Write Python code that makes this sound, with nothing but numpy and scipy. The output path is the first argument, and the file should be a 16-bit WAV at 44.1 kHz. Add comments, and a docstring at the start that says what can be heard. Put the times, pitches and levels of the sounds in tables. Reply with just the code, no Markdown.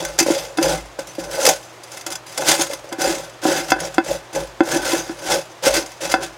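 """Gravel slides and clatters as a steel scoop pours, pushes and rakes it in an empty glass tank.
Heard from close to the pane, the stones click on each other and make the scoop ring, while their
weight thuds into blade and tank and rocks the tank on its stand. Stones give short rattles, and the
scoop knocks on the heap or cracks against the glass, its blade shuddering after the hardest knocks.
A quiet room with a faint mains hum lies underneath."""
import sys
import numpy as np
from scipy import signal
from scipy.fft import rfft, irfft
from scipy.io import wavfile

SR = 44100
rng = np.random.default_rng(int(sys.argv[2]) if len(sys.argv) > 2 else 0)


def log_audio(samples):
    """Write samples as a 16-bit WAV file to the path given in sys.argv[1]."""
    # one column per channel
    frames = np.atleast_2d(samples).T
    # limit to full scale, then quantise
    limited = np.clip(frames, -1, 1)
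    pcm = np.round(limited * 32767).astype(np.int16)
    wavfile.write(sys.argv[1], SR, pcm)


N = 281181


# Slides of gravel, and the scoop's blade shuddering after its two hardest knocks.
# Each row: start in seconds, swell time in ms, rise during the swell in dB, hold in ms,
# fade in dB per second, then full levels in dB of clatter, tank thud, blade flex and rocking.
SLIDES_AND_SHUDDERS = [(0.0, 40, -9, 43, 113, -36, -32, -41, -53.5),
                       (0.179, 6.9, 5.5, 16, 296.5, -24, -28, -31.5, -47),
                       (0.257, 63, 2.5, 44, 120, -27, -25, -49, -52),
                       (0.569, 10, 7, 29, 250, -39, -45, -25, -52.5),
                       (0.61, 36, 4.5, 73, 188, -25.5, -22.5, -25.5, -44),
                       (0.985, 6.3, 9, 9.2, 250, -38, -36, -40, -57),
                       (1.07, 35, -7.5, 68, 200, -45.5, -60, -64, -67),
                       (1.175, 19, 17, 40, 51, -38, -32, -36.5, -52.5),
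                       (1.303, 152.6, 16, 38, 292, -20.5, -16.5, -24.5, -55),
                       (1.83, 120, 10, 30, 200, -41, -46, -60, -74),
                       (2.062, 26, -9.5, 63, 266, -43.5, -43.5, -42.5, -67),
                       (2.262, 10, -3, 130, 250, -39, -54, -54, -69),
                       (2.371, 9.2, 9, 120, 250, -28, -23, -38, -52.5),
                       (2.42, 58.3, 42, 24, 200, -12.5, -22, -17.5, -55),
                       (2.56, 32, 15, 18, 284, -22.5, -25.5, -25, -51),
                       (2.696, 30, 2, 7.7, 300, -36.5, -30.5, -33, -65.5),
                       (2.839, 18, -7, 30, 250, -54, -39.5, -53, -66),
                       (2.91, 12, 6, 9.1, 400, -51, -37, -28, -62),
                       (2.981, 20.6, 20, 112, 123, -24.5, -26.5, -25.5, -50.5),
                       (3.416, 30, 12, 125, 150, -24.5, -26.5, -23, -51),
                       (3.682, 23, 2, 2.3, 595, -28, -34.5, -31.5, -47.5),
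                       (3.73, 10, 3, 67, 200, -71, -40, -29.5, -62),
                       (3.783, 16, 19, 52, 222, -28.5, -28.5, -32, -49.5),
                       (3.935, 7.1, 2, 13, 300, -39, -46, -41, -53),
                       (4.038, 44, 13, 38, 237, -28.5, -24, -31, -49),
                       (4.327, 36, 10.5, 8.5, 173, -28.5, -23, -28, -45.5),
                       (4.633, 91, 16, 37, 265, -23.5, -24, -20, -46.5),
                       (4.817, 49, 2, 94, 172, -24, -28.5, -24.5, -52.5),
                       (5.058, 29, 6, 37, 254, -43.5, -45, -35, -61),
                       (5.158, 158, 27, 25, 273, -21.5, -18.5, -22, -45),
                       (5.623, 46, 14, 11.3, 276, -16.5, -15.5, -28.5, -44),
                       (5.723, 20, 1, 20, 183, -22, -25, -22.5, -51),
                       (6.004, 32, 8, 17, 220, -26, -27, -31, -53),
                       (6.09, 24, 7, 8.7, 600, -26.5, -35, -34, -51),
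                       (6.15, 8.4, 0, 47, 200, -63, -33, -28, -58),
                       (6.204, 28, 12, 8.5, 254, -30, -47, -34.5, -51)]

def layer_forces(onset_ms=1.4, straggler_db=-18.5, straggler_fade_db_per_s=60):
    """Each slide or shudder sets in, swells, holds and settles; gives a force for each of four layers."""
    t, energy = np.arange(N) / SR, np.full((4, N), 1e-12)
    for start_s, swell_ms, rise_db, hold_ms, fade_db_per_s, *layer_db in SLIDES_AND_SHUDDERS:
        age = t - start_s
        swell = undb(-rise_db * np.clip(1 - 1000 * age / max(swell_ms, 1), 0, 1))
        rise = (np.clip(1000 * age / onset_ms, 0, 1) * swell) ** 2
        settling_s = np.maximum(age - (swell_ms + hold_ms) / 1000, 0)
        energy += np.outer(undb(2 * np.array(layer_db)), rise * undb(-2 * fade_db_per_s * settling_s))
        # the last light stones roll on, in the clatter only
        energy[0] += rise * undb(2 * (layer_db[0] + straggler_db - straggler_fade_db_per_s * settling_s))
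    return np.sqrt(energy)


# The notes of the scoop's blade as it bends. Each row: pitch in Hz, width in Hz (wider dies sooner).
BLADE_NOTES = [(326, 30), (761, 25), (992, 40), (1408, 40), (1526, 40), (1699, 45)]
# How strong those notes are. Each entry: level in dB, in the same order.
BLADE_LEVELS = [6.5, 1, -7, -11.5, -2.5, -11]

def blade_notes():
    """The steel blade bends in several ways, each with its own pitch, width and level."""
    return [(*note, db) for note, db in zip(BLADE_NOTES, BLADE_LEVELS)]


# The tone of bare stone hitting stone. Each row: frequency in Hz, level in dB.
STONE_TONE = [(300, -14), (900, 1), (2000, 1.5), (4000, 1), (6500, 0), (10000, -6.5), (16000, -16)]
# The ringing notes of the scoop's bowl. Each row: pitch in Hz, width in Hz, level in dB.
BOWL_NOTES = [(2090, 76, -4), (2610, 44, -4), (3420, 90, -5), (4840, 50, 0), (5180, 130, -8),
              (5580, 100, -6), (6100, 52, 0), (6520, 46, -2), (7150, 89, -5), (7660, 140, -11),
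              (8090, 72, -8), (9280, 46, -9), (9520, 100, -9), (10700, 58, -7), (11100, 42, -14),
              (11900, 43, -13), (13000, 34, -16), (13900, 70, -15)]

def clatter(force, ring_db, blade_db=-6):
    """Hard surfaces click on each other and set the steel of the scoop ringing."""
    noise = rng.standard_normal(N)
    clicks = colour(force * noise, STONE_TONE) / np.std(colour(noise, STONE_TONE))
    bowl = highpass(shake(force, BOWL_NOTES), hz=1730)
    blade = highpass(shake(force, blade_notes()[1:]), hz=620)
    steel = bowl + undb(blade_db) * blade
    return (clicks + undb(ring_db) * steel) / np.sqrt(1 + undb(2 * ring_db))


# The notes of the tank's air and panes. Each row: pitch in Hz, width in Hz, level in dB.
TANK_NOTES = [(495, 25, -29.5), (549, 40.8, 4), (607, 6.7, -1), (846, 35, -7)]

def thuds(tank_force, blade_force):
    """Heavier jolts make the tank thud and the blade shudder."""
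    tank = shake(tank_force * contacts(per_s=400, spread_db=2.5, decay_s=.003), TANK_NOTES)
    blade = shake(blade_force * contacts(per_s=300, spread_db=2.5, decay_s=.003), blade_notes())
    return highpass(tank + blade, hz=290)


# The low notes of the tank on its stand. Each row: pitch in Hz, width of each filter in Hz, level in dB.
STAND_NOTES = [(52.3, 8.5, 5), (160.2, 41, 9)]

def tank_rocking(weight):
    """Shifting weight rocks the heavy tank; two ringing filters in a row make it answer late."""
    rocking = 0
    for hz, width, db in STAND_NOTES:
        noise = rng.standard_normal(N)
        sway = lambda force: resonate(resonate(force, hz, width), hz, width)
        rocking += undb(db) * sway(weight * noise) / np.std(sway(noise))
    return rocking


# The clatter's fizz, higher while stones are poured. Each row: time in seconds, treble lift in dB.
CLATTER_FIZZ = [(0, -0.5), (0.8, -0.5), (1.5, 2), (2.6, 1), (3.8, -1.5), (4.6, 0.1), (6.38, -1.5)]

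def slides_and_shudders():
    """Moving gravel makes a dense clatter; below it the blade shudders and the tank thuds and rocks."""
    stone_force, tank_force, blade_force, weight = layer_forces()
    stones = clatter(stone_force * contacts(per_s=2100, spread_db=6, decay_s=.01), ring_db=-1.5)
    fizz_db = np.interp(np.arange(N) / SR, *np.transpose(CLATTER_FIZZ))
    return brighten(stones, fizz_db) + thuds(tank_force, blade_force) + tank_rocking(weight)


# The tone of the room's noise. Each row: frequency in Hz, relative level in dB.
ROOM_TONE = [(18, -48), (30, -25), (124, -6), (233, -13), (345, 2.5), (426, -5.5), (554, 2), (684, 0.5),
             (6380, -18.5), (16000, -36)]

def room(hum_hz=119.5):
    """Steady room noise with a mains hum."""
    hum = np.sin(2 * np.pi * hum_hz * np.arange(N) / SR)
    noise = colour(rng.standard_normal(N), ROOM_TONE)
    return set_level(noise, db=-41.5) + set_level(hum, db=-54.5)


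# Short rattles of stones, and the sharp crack of the scoop knocking on glass.
# Each row: start in seconds, strength in dB.
RATTLES_AND_CRACKS = [(0.049, -15), (0.188, -2.5), (0.199, -4), (0.225, -15.5), (0.263, -20), (0.306, -17),
                      (0.5725, -18), (0.6261, -10.5), (0.9906, -22.5), (1.15, -29), (1.312, -30),
                      (1.394, -33), (1.451, -3.5), (1.4635, 0), (1.4883, -1.5), (1.834, -27.5),
                      (1.917, -26.5), (1.971, -23.5), (2.01, -25.5), (2.0636, -14.5), (2.1027, -21),
                      (2.114, -24), (2.121, -17.5), (2.127, -21.5), (2.1534, -17.5), (2.376, -10.5),
                      (2.423, -32), (2.4687, -21), (2.481, -24), (2.6167, -9), (2.6673, -23), (2.7327, -17),
                      (2.889, -34.5), (2.925, -21), (3.016, -13), (3.295, -36), (3.434, -23),
                      (3.702, -11.5), (3.7185, -24), (3.8018, -18.5), (3.9417, -24), (3.9823, -34),
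                      (4.0447, -27.5), (4.33, -29), (4.606, -38), (4.6862, -33), (4.715, -18), (4.93, -15),
                      (5.3168, -11), (5.657, -17), (5.739, -10), (5.86, -25), (5.916, -29.5), (6.117, -13),
                      (6.1395, -25), (6.231, -19)]

def rattles_and_cracks(rise_ms=1.38, decay_ms=4):
    """Each sudden hit of stones or scoop is a quick, bright burst that dies away."""
    t, energy = np.arange(N) / SR, np.zeros(N)
    for start_s, strength_db in RATTLES_AND_CRACKS:
        part = slice(int(start_s * SR), int((start_s + .3) * SR))
        age_ms = np.maximum(1000 * (t[part] - start_s), 0)
        rise = 1 - np.exp(-age_ms / rise_ms)
        energy[part] += (undb(strength_db) * rise * np.exp(-age_ms / decay_ms)) ** 2
    return brighten(clatter(np.sqrt(energy), ring_db=2), db=2.5)


# Blunt blows of the scoop on glass or heap. Each row: start in seconds, strength in dB,
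# contact time in ms, the tank's share in dB, the share of the blade's lowest note in dB.
SCOOP_BLOWS = [(0.208, -0.5, 0.57, -26, 2.5), (0.223, -18.5, 0.37, -17, 19.5), (0.263, -10, 0.46, 9, 9),
               (0.284, -6.5, 0.9, 13, -13), (0.303, -15, 0.13, 15, 24.5), (0.586, 2, 0.17, -15, 1.5),
               (0.989, -14.5, 0.43, 8.5, 0), (1.183, -15.5, 1, 10, 13), (2.422, -3.5, 0.18, -24, -28),
               (2.985, -14, 0.3, -8, 10), (3.433, -13, 0.38, -26, 1), (3.453, 9, 0.68, -18, -1),
               (3.469, -14, 0.27, -11, 15), (3.485, -11, 0.097, -27, 17), (3.7196, 13.5, 0.16, -19, -10),
               (3.982, 11, 0.22, -15, -0.5), (4.606, 8, 0.25, -6, 6), (4.932, -11, 0.42, -5, 15),
               (5.095, -10, 0.16, -13, 6.5), (5.667, 0.5, 0.6, 6, -10), (6.011, -27, 0.29, -1, -5),
               (6.1403, 12, 0.19, -21.5, -11)]

def scoop_knocks(bowl_db=-8, after_ring_db=-19.5):
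    """A short push rings the tank and the scoop, which the contact damps; a longer push sounds duller."""
    click = signal.unit_impulse(SR // 4)

    def ring(notes, damping):
        return sum(undb(db) * width * resonate(click, hz, damping * width) for hz, width, db in notes)

    blade = blade_notes()
    flex, tank = ring(blade[:1], damping=1.17), ring(TANK_NOTES, damping=1)
    steel = ring(blade[1:], damping=1.6) + undb(bowl_db) * ring(BOWL_NOTES, damping=1.17)
    steel += undb(after_ring_db) * ring(blade[1:], damping=.44)  # the blade rings on after the contact
    steel_peak = np.abs(steel).max()
    out = np.zeros(N + SR)
    for start_s, strength_db, contact_ms, tank_db, flex_db in SCOOP_BLOWS:
        span = contact_ms * SR / 1000
        push = np.sin(np.pi * (np.arange(int(span) + 1) + .5) / (span + 1))  # half a sine wave
        knock = np.convolve(push / push.sum(), steel + undb(tank_db) * tank + undb(flex_db) * flex)
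        out[int(start_s * SR):][:len(knock)] -= undb(strength_db) * knock / steel_peak
    return highpass(out[:N], hz=290)


def echo(x, fade_s=.14, build_s=.0023, echo_db=-13):
    """The tank walls and the room add a dull, noisy tail."""
    t = np.arange(SR // 2) / SR
    tail = rng.standard_normal(len(t)) * undb(-60 * t / fade_s) * np.minimum(t / build_s, 1)
    tail = signal.lfilter([1], [1, -.45], tail)  # softens the treble
    return x + signal.fftconvolve(x, undb(echo_db) * tail / np.sqrt(np.sum(tail ** 2)))[:N]


def contacts(per_s, spread_db, decay_s):
    """The force of many small hits at random moments, each dying quickly."""
    size = undb(spread_db * np.minimum(rng.exponential(size=N), 4))
    hits = rng.random(N) < per_s / SR
    energy = signal.lfilter([1], [1, -np.exp(-2 / (decay_s * SR))], hits * size ** 2)
    return np.sqrt(energy / energy.mean())


def shake(force, notes, wander_db=3, wanders_per_s=25):
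    """Hits keep landing on new spots, so each note gets its own wandering share of the force."""
    power = sum(undb(2 * db) * width * SR / (4 * np.pi) for _, width, db in notes)
    steps = np.arange(N) * wanders_per_s / SR
    out = 0
    for hz, width, db in notes:
        share = np.interp(steps, np.arange(400), undb(wander_db * rng.standard_normal(400)))
        out += undb(db) * width * resonate(force * share * rng.standard_normal(N), hz, width)
    return out / np.sqrt(power)


def resonate(x, hz, width):
    """Rings at one pitch and dies away."""
    pole = np.exp((2j * np.pi * hz - np.pi * max(width, 5)) / SR)
    return signal.lfilter([1], [1, -pole], x).imag


def colour(x, points):
    """Shapes bass and treble along a curve of (Hz, dB) points."""
    hz, db = np.transpose(points)
    grid_hz = np.maximum(np.arange(2049) * SR / 4096, 1)
    log_gain = np.interp(np.log(grid_hz), np.log(hz), db) * np.log(10) / 20
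    cepstrum = irfft(log_gain)
    # folding the second half onto the first keeps the filter from sounding before a hit
    cepstrum[1:2048] *= 2
    cepstrum[2049:] = 0
    return signal.fftconvolve(x, irfft(np.exp(rfft(cepstrum))))[:N]


def brighten(x, db):
    """Lifts the fizz above 8 kHz, or lowers it if db is negative."""
    dull = signal.sosfilt(signal.butter(2, 8000, fs=SR, output="sos"), x)
    return dull + undb(db) * (x - dull)


def highpass(x, hz):
    """Cuts the bass steeply."""
    return signal.sosfilt(signal.butter(4, hz, "high", fs=SR, output="sos"), x)


def undb(db):
    """Turns decibels into a multiplier."""
    return 10 ** (np.asarray(db) / 20)


def set_level(x, db):
    """Scales a sound to an average (rms) level."""
    return x * undb(db) / np.sqrt(np.mean(x ** 2))


def scene():
    """Gravel and scoop echo over the quiet room, in one channel."""
    return (echo(slides_and_shudders() + rattles_and_cracks() + scoop_knocks()) + room())[None]


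def record(dry, top_hz=16250):
    """Rounds off the loudest peaks at full scale and cuts the highest treble."""
    rounded = dry / (1 + np.abs(dry) ** 4) ** (1 / 4)
    return signal.sosfilt(signal.ellip(12, .2, 80, top_hz, fs=SR, output="sos"), rounded)


dry = scene()
out = record(dry)
log_audio(out)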